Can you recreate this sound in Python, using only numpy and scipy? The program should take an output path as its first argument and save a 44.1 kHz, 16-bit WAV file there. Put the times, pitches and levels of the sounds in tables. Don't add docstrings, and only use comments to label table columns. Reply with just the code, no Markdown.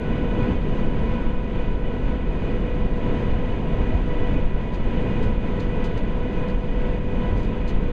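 import sys
import numpy as np
from scipy import signal
from scipy.fft import rfft, irfft, next_fast_len
from scipy.io import wavfile
from scipy.ndimage import uniform_filter1d

SR = 44100
rng = np.random.default_rng(int(sys.argv[2]) if len(sys.argv) > 2 else 0)


def transcribe(u):
    v = np.clip(np.atleast_2d(u).T, -1, 1)
    q = np.round(v * 32767).astype(np.int16)
    wavfile.write(sys.argv[1], SR, q)


N = 349272


def from_db(db):
    return 10 ** (np.asarray(db) / 20)


def rms_one(x):
    return x / np.sqrt(np.mean(x ** 2) + 1e-20)


def in_time(rows):
    time_s, value = np.transpose(rows)
    return np.interp(np.arange(N) / SR, time_s, value)


def bell(peak_s, half_s):
    return np.exp(-((np.arange(N) / SR - peak_s) / half_s) ** 2)


def noise(gain_at):
    size = next_fast_len(N)
    hz = np.maximum(np.arange(size // 2 + 1) * SR / size, 1)
    spectrum = rfft(rng.standard_normal(size)) * gain_at(hz)
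    return rms_one(irfft(spectrum, size)[:N])


def coloured(spectrum):
    points, level_db = np.transpose(spectrum)

    def gain_at(hz):
        inside = np.minimum(hz / points[0], points[-1] / hz)
        ends = np.minimum(1, inside) ** 4
        return from_db(np.interp(np.log(hz), np.log(points), level_db)) * ends

    return noise(gain_at)


def drift(rate_hz):
    step = 40
    settle = 2000
    pole = np.exp(-2 * np.pi * rate_hz * step / SR)
    draws = rng.standard_normal(N // step + settle + 2)
    slow = signal.lfilter([1], [1, -2 * pole, pole ** 2], draws)[settle:]
    return np.interp(np.arange(N) / step, np.arange(len(slow)), rms_one(slow))


def tone(hz, flutter, rate_hz):
    share = np.clip(flutter, 0, 1)
    phase = 2 * np.pi * (np.cumsum(hz) / SR + rng.random())
    steady = np.sqrt(2 * (1 - share ** 2)) * np.sin(phase)
    scattered = drift(rate_hz) * np.sin(phase) + drift(rate_hz) * np.cos(phase)
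    return steady + share * scattered


def evened(x, steady_share):
    own_level = np.sqrt(uniform_filter1d(x ** 2, size=SR // 8) + 1e-9)
    return rms_one(x / own_level ** np.clip(steady_share, 0, 1))


def carried(swell_db, level_db, follows):
    return from_db(level_db + follows * swell_db + 0.35 * drift(7.5))


def wall(x, spacing_hz, share):
    n = np.arange(N)
    echo = np.interp(n - SR / spacing_hz, n, x, left=0)
    return rms_one(x + share * echo)


def machinery(speed, swell_db):
    # (frequency at mean speed [Hz], level [dB])
    hum_lines = [(39.5, -32), (49.4, -35), (83, -40.5), (100.3, -45.5), (148.1, -45.5), (150.3, -42.5),
                 (197.5, -40.5), (224, -40.5), (233.5, -47), (246.9, -45.5), (266.3, -48.5), (296.2, -48.5),
                 (345.6, -48.5), (444.4, -52.5), (543, -54.5), (672, -56)]
    # (frequency [Hz], relative level per Hz [dB])
    drone_colour = [(40, -19.5), (65, -7.5), (90, -3), (112, -1), (135, -7), (170, -1.5), (205, -5),
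                    (230, -5.5), (270, -6), (310, -11.5), (420, -39.5)]
    # (frequency [Hz], relative level per Hz [dB])
    roar_colour = [(220, -31), (305, -1), (345, -1.5), (385, 1.5), (455, 1), (520, -3), (570, -5),
                   (670, -6), (760, -10), (880, -14), (1200, -27)]
    relative_speed = speed / speed.mean()
    hum = sum(from_db(db) * tone(hz * relative_speed, flutter=0.36, rate_hz=1.54) for hz, db in hum_lines)
    drone = evened(coloured(drone_colour), steady_share=0.4)
    drone = carried(swell_db, level_db=-28.5, follows=1.28) * drone
    roar = carried(swell_db, level_db=-34, follows=0.86) * coloured(roar_colour)
    return hum + drone + roar


def fan(speed, swell_db):
    # (multiple of the blade rate, usual level [dB], phase wander [rad],
    # roughness [spread of the gain before levelling, 0-1])
    blade_tones = [(1, -38.5, 0.33, 0.12), (2, -51, 0.45, 0.4), (3, -55, 0.44, 0.35), (4, -52.5, .65, 0.38),
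                   (5, -53, 0.53, 0.48), (6, -58, .8, 0.8), (7, -66.5, 0.98, 0.8), (8, -79.5, .7, .4),
                   (9, -80.5, .7, .4), (12, -81, .5, .3)]
    # (time [s], level added [dB])
    first_tone = [(0.0, -3.5), (0.45, 0.5), (0.8, -2), (1.6, 0), (2.1, 0.5), (2.5, 1.5), (3.4, 1),
                  (3.85, -4), (4.35, -1), (4.75, -4), (4.95, -1.5), (5.3, 2), (5.82, 0.5), (5.97, -5),
                  (6.15, -0.5), (6.8, 4), (7.2, 1), (7.9, 1.5)]
    # (time [s], level added [dB])
    second_tone = [(0.0, -1), (0.45, 2.5), (1.1, 3.5), (1.65, 5.5), (2.5, -5), (2.95, -3), (3.08, 2),
                   (3.85, 3), (5.0, 2), (6.5, 3), (6.72, -3), (7.2, 6.5), (7.35, 8.5), (7.45, 0), (7.9, -2)]
    # (time [s], level added [dB])
    third_tone = [(0.0, 7), (0.45, 5.5), (0.63, -4), (0.9, 6.5), (1.2, 5), (1.6, 0), (2.1, 6.5), (2.5, 2),
                  (3.15, -0.5), (3.4, -2), (4.8, -1.5), (5.2, 1), (5.6, 1.5), (6.4, 1.5), (7.2, 0),
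                  (7.9, 0)]
    blades = 10
    flutter_hz, eddy_hz = 6.5, 45
    common_flutter_db, own_flutter_db = 1.05, 1.1

    own_db = {1: in_time(first_tone), 2: in_time(second_tone), 3: in_time(third_tone)}
    blade_phase = 2 * np.pi * blades * np.cumsum(speed) / SR
    tones = np.zeros(N)
    for multiple, db, wander, rough in blade_tones:
        k = round(multiple)
        eddies = (1 + rough * drift(eddy_hz)) / np.sqrt(1 + rough ** 2)
        phase = k * blade_phase + 2 * np.pi * rng.random() + wander * drift(flutter_hz)
        line = np.sqrt(2) * np.sin(phase)
        level_db = db + own_db.get(k, 0) + own_flutter_db * drift(flutter_hz)
        tones += from_db(level_db) * eddies * line
    together_db = 0.91 * swell_db + common_flutter_db * drift(flutter_hz)
    return from_db(together_db) * tones


def wake(swell_db):
    # (frequency [Hz], relative level per Hz [dB])
    rush_colour = [(600, -15), (800, -3.5), (910, 6), (990, 9.5), (1070, 8), (1180, -3.5), (1300, 2.5),
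                   (1500, -0.5), (1750, 0.5), (2000, -0.5), (2500, -2), (3000, -5), (3500, -9), (4200, -21),
                   (6000, -47.5)]
    # (frequency [Hz], relative level per Hz [dB])
    hiss_colour = [(2500, -12.5), (3800, -0.5), (5000, -2.5), (6200, -5), (7400, -14), (8800, -20.5),
                   (10500, -25.5), (13000, -35), (15000, -36)]
    rush = wall(coloured(rush_colour), spacing_hz=318.4, share=0.27)
    hiss = coloured(hiss_colour) * from_db(0.65 * drift(25))
    rush = carried(swell_db, level_db=-41.5, follows=0.83) * rush
    hiss = carried(swell_db, level_db=-62, follows=0.86) * hiss
    return rush + hiss


def wind(steady_share):
    # (time of the peak or dip [s], level added before levelling [dB])
    gusts = [(0.06, -3.5), (0.459, -1.5), (0.74, 3.5), (1.26, 3.5), (1.49, -7.5), (1.7, 2.5), (2.1, 6.5),
             (2.5, -1), (2.8, 0.5), (3.35, 3), (3.619, -5), (3.82, 3), (4.0, 2.5), (4.56, -5), (4.68, -8.5),
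             (5.02, -2), (5.15, -7), (5.31, 5.5), (5.6, 0), (6.07, 0), (6.35, -9.5), (6.65, -4),
             (7.06, -3.5), (7.38, 5), (7.55, -5), (7.67, 3), (7.85, 6.5)]
    # (frequency [Hz], relative level per Hz [dB])
    rumble_colour = [(21, -1.5), (30, -6), (45, -11), (60, -16), (90, -27.5), (200, -50.5)]
    # (frequency [Hz], relative level per Hz [dB])
    heave_colour = [(4, -5.5), (11, -2.5), (17, -2.5)]
    gusts_db = sum(db * bell(s, half_s=0.041) for s, db in gusts)
    buffets = from_db(gusts_db + 0.5 * drift(7.4))
    rumble = rms_one(buffets * evened(coloured(rumble_colour), steady_share))
    return from_db(-25) * rumble + from_db(-25.5) * coloured(heave_colour)


def thumps():
    # (time of the peak [s], level [dB])
    hard_buffets = [(0.53, -24.5), (2.1, -24.5), (3.35, -22), (3.81, -22.5), (3.95, -23.5), (4.4, -32),
                    (5.3, -21), (7.35, -17)]
    # (frequency [Hz], relative level per Hz [dB])
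    thump_colour = [(35, -9), (60, 4), (85, 3), (120, -23)]
    envelope = sum(from_db(db) * bell(s, half_s=0.035) for s, db in hard_buffets)
    return envelope * evened(coloured(thump_colour), steady_share=0.59)


def moan():
    peak_s, half_s = 3.94, 0.03
    peak_hz, rise_hz_per_s = 665, 2000
    since_s = np.clip(np.arange(N) / SR - peak_s, -2 * half_s, 2 * half_s)
    breathy = tone(peak_hz + rise_hz_per_s * since_s, flutter=0.85, rate_hz=85.0)
    return from_db(-32.5) * bell(peak_s, half_s) * breathy


def spurts(rise_s, grain_db):
    # (start [s], level [dB], hold [s], time to fall by 60 dB [s])
    spurt_events = [(4.734, -54, .004, .06), (4.742, -51, .002, .05), (4.752, -54, .002, .07),
                    (5.225, -49, .006, 0.04), (5.236, -50, .004, .07), (5.596, -46.5, .004, 0.06),
                    (5.612, -53, .004, .14), (5.839, -45, .009, 0.07), (5.857, -52, .005, .1),
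                    (5.971, -48, .004, 0.055), (5.976, -53, .008, .07), (6.48, -51, .004, 0.04),
                    (6.495, -52, .002, .06), (7.37, -51.5, .004, 0.07), (7.394, -53, .004, .08),
                    (7.427, -49, .003, 0.04), (7.443, -52.5, .003, .09), (7.675, -45, 0.0086, 0.07),
                    (7.688, -48, .011, 0.097)]
    # (frequency [Hz], relative level per Hz [dB])
    spurt_colour = [(1500, -0.5), (3000, 7), (4500, 6), (6500, -1.5), (8500, -15), (11000, -20.5),
                    (12500, -28.5)]
    tail_db, tail_t60_s = -14, 0.3
    t = np.arange(N) / SR
    power = np.zeros(N)
    for s, db, hold_s, t60_s in spurt_events:
        age = np.maximum(t - s, 0)
        after_s = np.maximum(age - rise_s - hold_s, 0)
        fall_db = np.maximum(-60 * after_s / t60_s, tail_db - 60 * after_s / tail_t60_s)
        rise = np.minimum(age / rise_s, 1)
        power += (rise * from_db(db + fall_db)) ** 2
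    grains = from_db(grain_db * np.clip(drift(450), -2, 2))
    return np.sqrt(power) * rms_one(coloured(spurt_colour) * grains)


def stereo_trace():
    # (frequency [Hz], relative level per Hz [dB])
    width_colour = [(6, -4), (20, 28.5), (60, 0.5), (120, -23), (220, -38.5), (600, -50), (1500, -44.5),
                    (4000, -51.5), (9000, -46.5), (13000, -65)]
    return from_db(-50.5) * coloured(width_colour)


def scene():
    # (time [s], turns per second [1/s])
    fan_speed = [(0, 49.37), (2.6, 49.385), (3.3, 49.29), (4.3, 49.31), (4.9, 49.38), (5.7, 49.44),
                 (6.8, 49.41), (7.9, 49.34)]
    # (time [s], level about the usual [dB])
    swell = [(0.0, -1), (0.12, 2), (0.34, 1), (0.41, 4), (0.52, 3), (0.6, -1), (0.8, 2.5), (0.88, 0),
             (1.12, 1), (1.28, -0.5), (1.42, -3.5), (1.6, 1.2), (1.8, -4), (1.96, -0.5), (2.12, -0.3),
             (2.2, -3.0), (2.52, 1.4), (2.6, 0), (2.92, -1.5), (3.12, 3), (3.4, -0.1), (3.68, 0),
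             (3.8, 1.5), (3.94, 0.5), (4.03, -0.5), (4.24, 1.6), (4.36, 2), (4.52, -3.5), (4.6, -1),
             (4.76, -1.5), (4.96, 2), (5.28, 2), (5.39, -2.5), (5.45, 1), (5.72, 0), (5.83, 2), (5.89, 0.5),
             (6.2, -1.0), (6.44, 1.4), (6.6, -3), (6.92, 1), (7.0, -3.5), (7.24, 1.5), (7.4, 0),
             (7.6, -1.4), (7.75, -1.5), (7.85, -1.5), (7.92, -3)]
    speed = in_time(fan_speed)
    swell_db = in_time(swell)
    ship = machinery(speed, swell_db) + fan(speed, swell_db) + moan()
    air = wake(swell_db) + wind(steady_share=0.87) + thumps()
    mid = ship + air + spurts(rise_s=0.004, grain_db=1.5)
    side = stereo_trace()
    return np.array([mid + side, mid - side])


def record(dry):
    notch_hz, cutoff_hz, fade_s = 5480, 15000, 0.006
    fade = np.minimum(np.arange(N)[::-1] / (fade_s * SR), 1)
    notched = signal.lfilter(*signal.iirnotch(notch_hz, Q=6.5, fs=SR), dry * fade)
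    top_cut = signal.ellip(10, 0.1, 80, cutoff_hz, fs=SR, output="sos")
    return signal.sosfilt(top_cut, notched)


dry = scene()
out = record(dry)
transcribe(out)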